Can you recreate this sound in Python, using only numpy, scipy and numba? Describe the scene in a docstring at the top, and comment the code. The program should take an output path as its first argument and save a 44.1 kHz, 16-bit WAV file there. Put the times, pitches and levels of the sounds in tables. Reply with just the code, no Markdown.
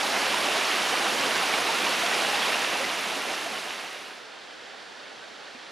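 """A small woodland waterfall splashes down rock close by: bubbles over a patchy roar and spray hiss.
It fades evenly into the same water heard from farther off, fainter, duller and wider.
Each water bed is gain-modulated noise plus clouds of damped chirps, coloured and spread in stereo.
Brief, slightly rising tones, low to high, and slaps on stone (noise puffs) stand out of the water."""
import sys
import numpy as np
from scipy import signal
from scipy.fft import rfft, irfft, next_fast_len
from scipy.io import wavfile
from scipy.ndimage import uniform_filter1d, map_coordinates
from numba import njit

SR = 44100
rng = np.random.default_rng(int(sys.argv[2]) if len(sys.argv) > 2 else 0)


def unload_wav(signal):
    """Save mono or channel-first audio to the path in sys.argv[1] as 16-bit WAV at rate SR, clipped to [-1, 1]."""
    wavfile.write(
        sys.argv[1],
        SR,
        np.round(np.clip(np.atleast_2d(signal).T, -1, 1) * 32767).astype(np.int16),
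    )


N = 251811


def amp(db):
    """Decibels to gain."""
    return 10 ** (np.asarray(db) / 20)


def unit(x):
    """Scaled to rms 1."""
    return x / np.sqrt(np.mean(x ** 2) + 1e-20)


def along(points, hz):
    """(Hz, value) points interpolated on a log frequency axis."""
    point_hz, value = np.transpose(points)
    return np.interp(np.log(hz + 1), np.log(point_hz + 1), value)


def wobble(knots_per_s):
    """Smooth random curve with no slow trend."""
    knots = np.diff(rng.standard_normal(int(N * knots_per_s / SR) + 5))
    return map_coordinates(unit(knots), [np.arange(N) * knots_per_s / SR])


def filtered(x, response):
    """x times a response of frequency in Hz, zero-padded against wrap-around."""
    m = next_fast_len(N + SR // 2)
    hz = np.fft.rfftfreq(m, 1 / SR)
    return irfft(rfft(x, m) * response(hz), m)[..., :N]


def bell_band(x, centre_hz, width_hz):
    """x through a Gaussian band; width_hz is the full width at 1/e gain."""
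    return filtered(x, lambda hz: np.exp(-(2 * (hz - centre_hz) / width_hz) ** 2))


def leaned(x, left_over_right_db):
    """Mono to stereo, the level difference shared between the sides."""
    return amp(np.outer([.5, -.5], left_over_right_db)) * x


@njit
def chirps(start, step, size, cycles, rise, n):
    """Damped sines with a soft start and rising pitch; step is the first pitch in cycles per sample."""
    out = np.zeros(n)
    for i in range(len(start)):
        for j in range(min(int(4 * cycles / step[i]), n - start[i])):
            u = j * step[i] / cycles
            phase = 2 * np.pi * cycles * (u + rise * u * u / 2)
            out[start[i] + j] += size[i] * u * np.exp(-2 * u) * np.sin(phase)
    return out


def bubbles(count, low_hz, high_hz, cycles, rise, spread_db, clump_db):
    """Trapped air rings briefly and climbs in pitch as it nears the surface; splashes clump the bubbles."""
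    when, where, luck = rng.random((count, 3)).T
    start = (when * N).astype(np.int64)
    clumps_db = clump_db * np.tanh(wobble(knots_per_s=30))
    hz = low_hz * (high_hz / low_hz) ** where
    # size rises with pitch: flat cloud spectrum
    size = hz * amp(spread_db * luck ** 3 + clumps_db[start])
    return unit(chirps(start, hz / SR, size, cycles, rise, N))


def roar(patchy_db, spray_db):
    """Two white noises in short patches of random gain; treble spray comes in broad flurries."""
    hz, _, z = signal.stft(rng.standard_normal((2, N)), SR, nperseg=256)

    def field(wide_bins, long_frames):
        """Random blobs with no slow trend: the flow itself is steady."""
        blobs = uniform_filter1d(rng.standard_normal(z.shape[1:]), wide_bins, 0)
        blobs = uniform_filter1d(blobs, long_frames, 1)
        return unit(blobs - uniform_filter1d(blobs, 70, 1))

    treble = (hz ** 2 / (hz ** 2 + 7000 ** 2))[:, None]
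    patches_db = patchy_db * field(4, 14)
    flurries_db = spray_db * treble * field(30, 18)
    return unit(signal.istft(z * amp(patches_db + flurries_db), SR, nperseg=256)[1][:, :N])


def water(colour, alike, lean, bubble_db, fizz_db, patchy_db, spray_db, surge_db, clump_db, spread_db,
          patter_db):
    """Roar, bubbles, drop patter and fizz coloured by the rock basin, spread to two channels; rms 1."""
    source = roar(patchy_db, spray_db)
    for row in source:
        row += amp(bubble_db) * bubbles(count=5000, low_hz=349.0, high_hz=3690, cycles=8.3, rise=0.057,
                                        spread_db=spread_db, clump_db=clump_db)
        row += amp(patter_db) * bubbles(count=5000, low_hz=600, high_hz=4500, cycles=1.8, rise=0.05,
                                        spread_db=7, clump_db=2)
        row += amp(fizz_db) * bubbles(count=14000, low_hz=4190, high_hz=13100, cycles=4.3, rise=0.093,
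                                      spread_db=18, clump_db=2.0)

    def mid_side_gain(hz):
        """Likeness sets the mid/side split at each frequency."""
        turn = np.arccos(np.clip(along(alike, hz), -1, 1)) / 2
        return amp(along(colour, hz)) * np.array([np.cos(turn), np.sin(turn)])

    mid, side = filtered(source, mid_side_gain)
    pair = np.array([mid + side, mid - side])
    pair = filtered(pair, lambda hz: leaned(1, along(lean, hz)))
    return unit(pair * amp(surge_db * wobble(knots_per_s=24)))


FADE_FROM_S, FADE_TO_S = 2.59, 4.31


def handover():
    """Straight line in amplitude: 0 with the near fall alone, 1 with the far rush alone."""
    return np.clip((np.arange(N) / SR - FADE_FROM_S) / (FADE_TO_S - FADE_FROM_S), 0, 1)


# far spectral colour: (frequency [Hz], relative gain [dB])
FAR_COLOUR = [(15, -80), (25, -46), (59, -26), (164, -12), (266, -6), (500, -2), (760, -2.5), (1100, -6.5),
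              (1450, -3), (1850, -4.5), (2300, -8), (3100, -7), (4470, -8.5), (7800, -22), (9800, -26.5),
              (12000, -38), (15400, -48)]
# far stereo likeness: (frequency [Hz], left-right likeness [-1..1])
FAR_ALIKE = [(60, .08), (290, 0.27), (640, 0.36), (1400, 0.79), (3000, 0.84), (3500, 0.98), (4900, .97),
             (5600, 0.87), (9000, 0.39), (14900, .3)]
# far stereo balance: (frequency [Hz], left over right [dB])
FAR_LEAN = [(60, -4), (180, -1.5), (550, -2), (1640, -4), (4950, 0), (14900, -1)]
FAR_DB = -43  # rms before handover


def far_rush():
    """Water from behind the bank: shaded spray, bass arriving from all sides."""
    rush = water(FAR_COLOUR, FAR_ALIKE, FAR_LEAN, bubble_db=-14.0, fizz_db=-26, patchy_db=0.0, spray_db=0.5,
                 surge_db=0.15, clump_db=3.2, spread_db=2.5, patter_db=-18.5)
    return amp(FAR_DB) * handover() * rush


EVENT_LEAN_DB = -3.5  # slaps and tones, left over right
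# slaps of water on stone: (time of peak [s], envelope peak before high-pass and lean [dB])
SLAPS = [(.012, -22.5), (.221, -32), (.345, -23), (.571, -26), (0.915, -28), (1.355, -29), (1.539, -22),
         (1.869, -27), (2.15, -23), (2.21, -22), (2.249, -24.5), (2.403, -28), (2.531, -23), (2.647, -22.5),
         (3.38, -31), (3.707, -29.5), (4.109, -40.5), (4.473, -44), (4.7, -44), (4.779, -42), (5.057, -44),
         (5.667, -45)]
SLAP_HZ, SLAP_WIDTH_HZ, SLAP_HIGHPASS_HZ, SLAP_RISE_S = 2400, 3000, 500, 0.0014


def slaps():
    """Each slap is a quick puff of band noise with the bass removed."""
    t = np.arange(N) / SR
    puffs = np.zeros(N)
    for peak_s, db in SLAPS:
        u = np.clip((t - peak_s) / SLAP_RISE_S + 1, 0, 40)
        puffs += amp(db) * u * np.exp(1 - u)
    hiss = unit(bell_band(rng.standard_normal(N), SLAP_HZ, SLAP_WIDTH_HZ))
    slap = filtered(puffs * hiss, lambda hz: hz ** 4 / (hz ** 4 + SLAP_HIGHPASS_HZ ** 4))
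    return leaned(slap, EVENT_LEAN_DB)


# tones out of the water: (start [s], starting pitch [Hz], envelope peak before lean [dB], decay scale [s])
RISING_TONES = [(.028, 778, -29.5, 0.012), (.17, 706, -36, 0.018), (.675, 774, -31, 0.015),
                (1.685, 870, -25, 0.013), (1.863, 900, -28, .015), (2.205, 685, -30.5, .015),
                (2.283, 784, -30, 0.014), (2.33, 800, -28, 0.014), (2.447, 945, -29, .015),
                (.925, 497, -28, 0.0099), (.338, 950, -22.5, 0.0078), (.908, 2890, -32, 0.017),
                (1.052, 1510, -31, 0.017), (1.179, 3000, -28, 0.011), (1.345, 1560, -28, 0.012),
                (.215, 1646, -30.5, .014), (.264, 499, -31, 0.013), (.751, 665, -32, 0.023),
                (1.005, 774, -24, 0.0092), (1.205, 1073, -33, .016), (1.425, 755, -30, 0.013),
                (1.527, 2210, -29, 0.016), (1.554, 2840, -32, 0.009), (1.742, 1344, -27.5, 0.014),
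                (1.861, 2870, -34, 0.015), (2.031, 665, -27.5, 0.013), (2.363, 1780, -29, .015),
                (2.418, 3270, -30, 0.015), (2.52, 1260, -30, 0.0096), (2.537, 2720, -30, 0.012),
                (2.749, 930, -31, 0.01), (3.156, 273, -41, 0.023), (3.281, 2270, -38, .014),
                (3.376, 2670, -33, 0.011), (3.459, 670, -31, 0.014), (3.841, 2750, -43, .014),
                (4.601, 2085, -49, .014), (4.73, 760, -47, .018), (4.695, 1750, -48, .014),
                (4.945, 1700, -46, .018), (4.938, 800, -50, 0.014), (5.025, 2630, -50, .014),
                (5.478, 1770, -44, .015), (5.536, 2620, -51, .014), (5.553, 2385, -49, .014),
                (2.8, 528, -29.5, 0.022), (2.842, 2000, -28, 0.0086), (5.03, 587, -53, .02),
                (5.205, 1500, -43, 0.027), (5.27, 673, -48, 0.012), (5.547, 244, -45.5, 0.014)]


def rising_tones():
    """Brief, slightly rising tones, low to high, each swelling softly out of the water and dying away."""
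    out, t = np.zeros((2, N)), np.arange(N) / SR
    for start_s, hz, db, life_s in RISING_TONES:
        u = np.clip(t - start_s, 0, None) / life_s
        swell = 2 * np.e * u * np.exp(-2 * u)  # peak 1 at half a life
        tone = swell * np.sin(2 * np.pi * hz * life_s * (u + 0.0168 * u * u))
        out += leaned(amp(db) * tone, EVENT_LEAN_DB)
    return out


# near spectral colour: (frequency [Hz], relative gain [dB])
NEAR_COLOUR = [(15, -75), (25, -47), (43, -40), (107, -20), (155, -18), (203, -8.5), (468, -4), (779, -3.5),
               (1530, -4.5), (2830, -4.5), (5690, -13), (7000, -17), (8000, -20), (10000, -18.5),
               (14200, -32), (15400, -36)]
# near stereo likeness: (frequency [Hz], left-right likeness [-1..1])
NEAR_ALIKE = [(30, .05), (99, 0.47), (160, 0.87), (450, 0.77), (740, 0.94), (2010, .9), (3000, 0.98),
              (4000, 0.99), (7300, .999), (7800, 0.78), (10000, 0.62), (14900, .4)]
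# near stereo balance: (frequency [Hz], left over right [dB])
NEAR_LEAN = [(60, -3), (180, -4), (550, -3), (1640, -2), (2800, -3), (4000, -0.5), (7300, 0), (8000, -1),
             (14900, 0.7)]
# ringing hollows among the rocks: (frequency [Hz], width [Hz], relative lift [dB])
HOLLOWS = [(280, 20, 1.5), (765, 58, 2), (2730, 270, 1.5)]
# bright splash band: (time [s], level [dB])
SPLASH = [(0, -3.5), (.3, -1), (1.4, -1.4), (2.1, -0.5), (2.5, -0.5), (2.9, -0.5), (3.5, -1), (3.9, 0),
          (4.3, -1)]
SPLASH_HZ, SPLASH_WIDTH_HZ = 2840, 1600
GURGLE_HZ, GURGLE_WIDTH_HZ, GURGLE_SURGE_DB = 544, 700, 0.87
RUMBLE_TOP_HZ, RUMBLE_SURGE_DB = 170, 3
LULL_S, LULL_HALF_WIDTH_S, LULL_DB = 2.88, 0.36, -1.5  # one sag during the fade
NEAR_DB = -25.5  # rms before lull and handover


def near_fall():
    """Bright, narrow fall, leaning right below about 3 kHz; splash, gurgle and rumble vary separately."""
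    fall = water(NEAR_COLOUR, NEAR_ALIKE, NEAR_LEAN, bubble_db=-15.0, fizz_db=-9.5, patchy_db=0.73,
                 spray_db=0.3, surge_db=0.12, clump_db=2.5, spread_db=4.5, patter_db=-14)
    t = np.arange(N) / SR
    splash_gain = amp(np.interp(t, *np.transpose(SPLASH)))
    gurgle_gain = amp(GURGLE_SURGE_DB * wobble(knots_per_s=7))
    rumble_gain = amp(RUMBLE_SURGE_DB * wobble(knots_per_s=4))

    # band * (gain - 1) added back re-levels that band alone
    splash = (splash_gain - 1) * bell_band(fall, SPLASH_HZ, SPLASH_WIDTH_HZ)
    gurgle = (gurgle_gain - 1) * bell_band(fall, GURGLE_HZ, GURGLE_WIDTH_HZ)
    fall = fall + splash + gurgle
    fall = fall + (rumble_gain - 1) * bell_band(fall, 0, 2 * RUMBLE_TOP_HZ)

    def hollow_gain(f):
        """Resonant lifts, summed in dB."""
        return amp(sum(db / (1 + (2 * (f - hz) / width_hz) ** 2) for hz, width_hz, db in HOLLOWS))

    lull_db = LULL_DB * np.exp(-((t - LULL_S) / LULL_HALF_WIDTH_S) ** 2)
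    return amp(NEAR_DB + lull_db) * (1 - handover()) * unit(filtered(fall, hollow_gain))


def scene():
    """Far rush, slaps, rising tones and near fall."""
    return far_rush() + slaps() + rising_tones() + near_fall()


TOP_HZ = 15300


def record(dry):
    """Sharp band limit: nothing above TOP_HZ is kept."""
    return filtered(dry, lambda hz: hz < TOP_HZ)


dry = scene()
out = record(dry)
unload_wav(out)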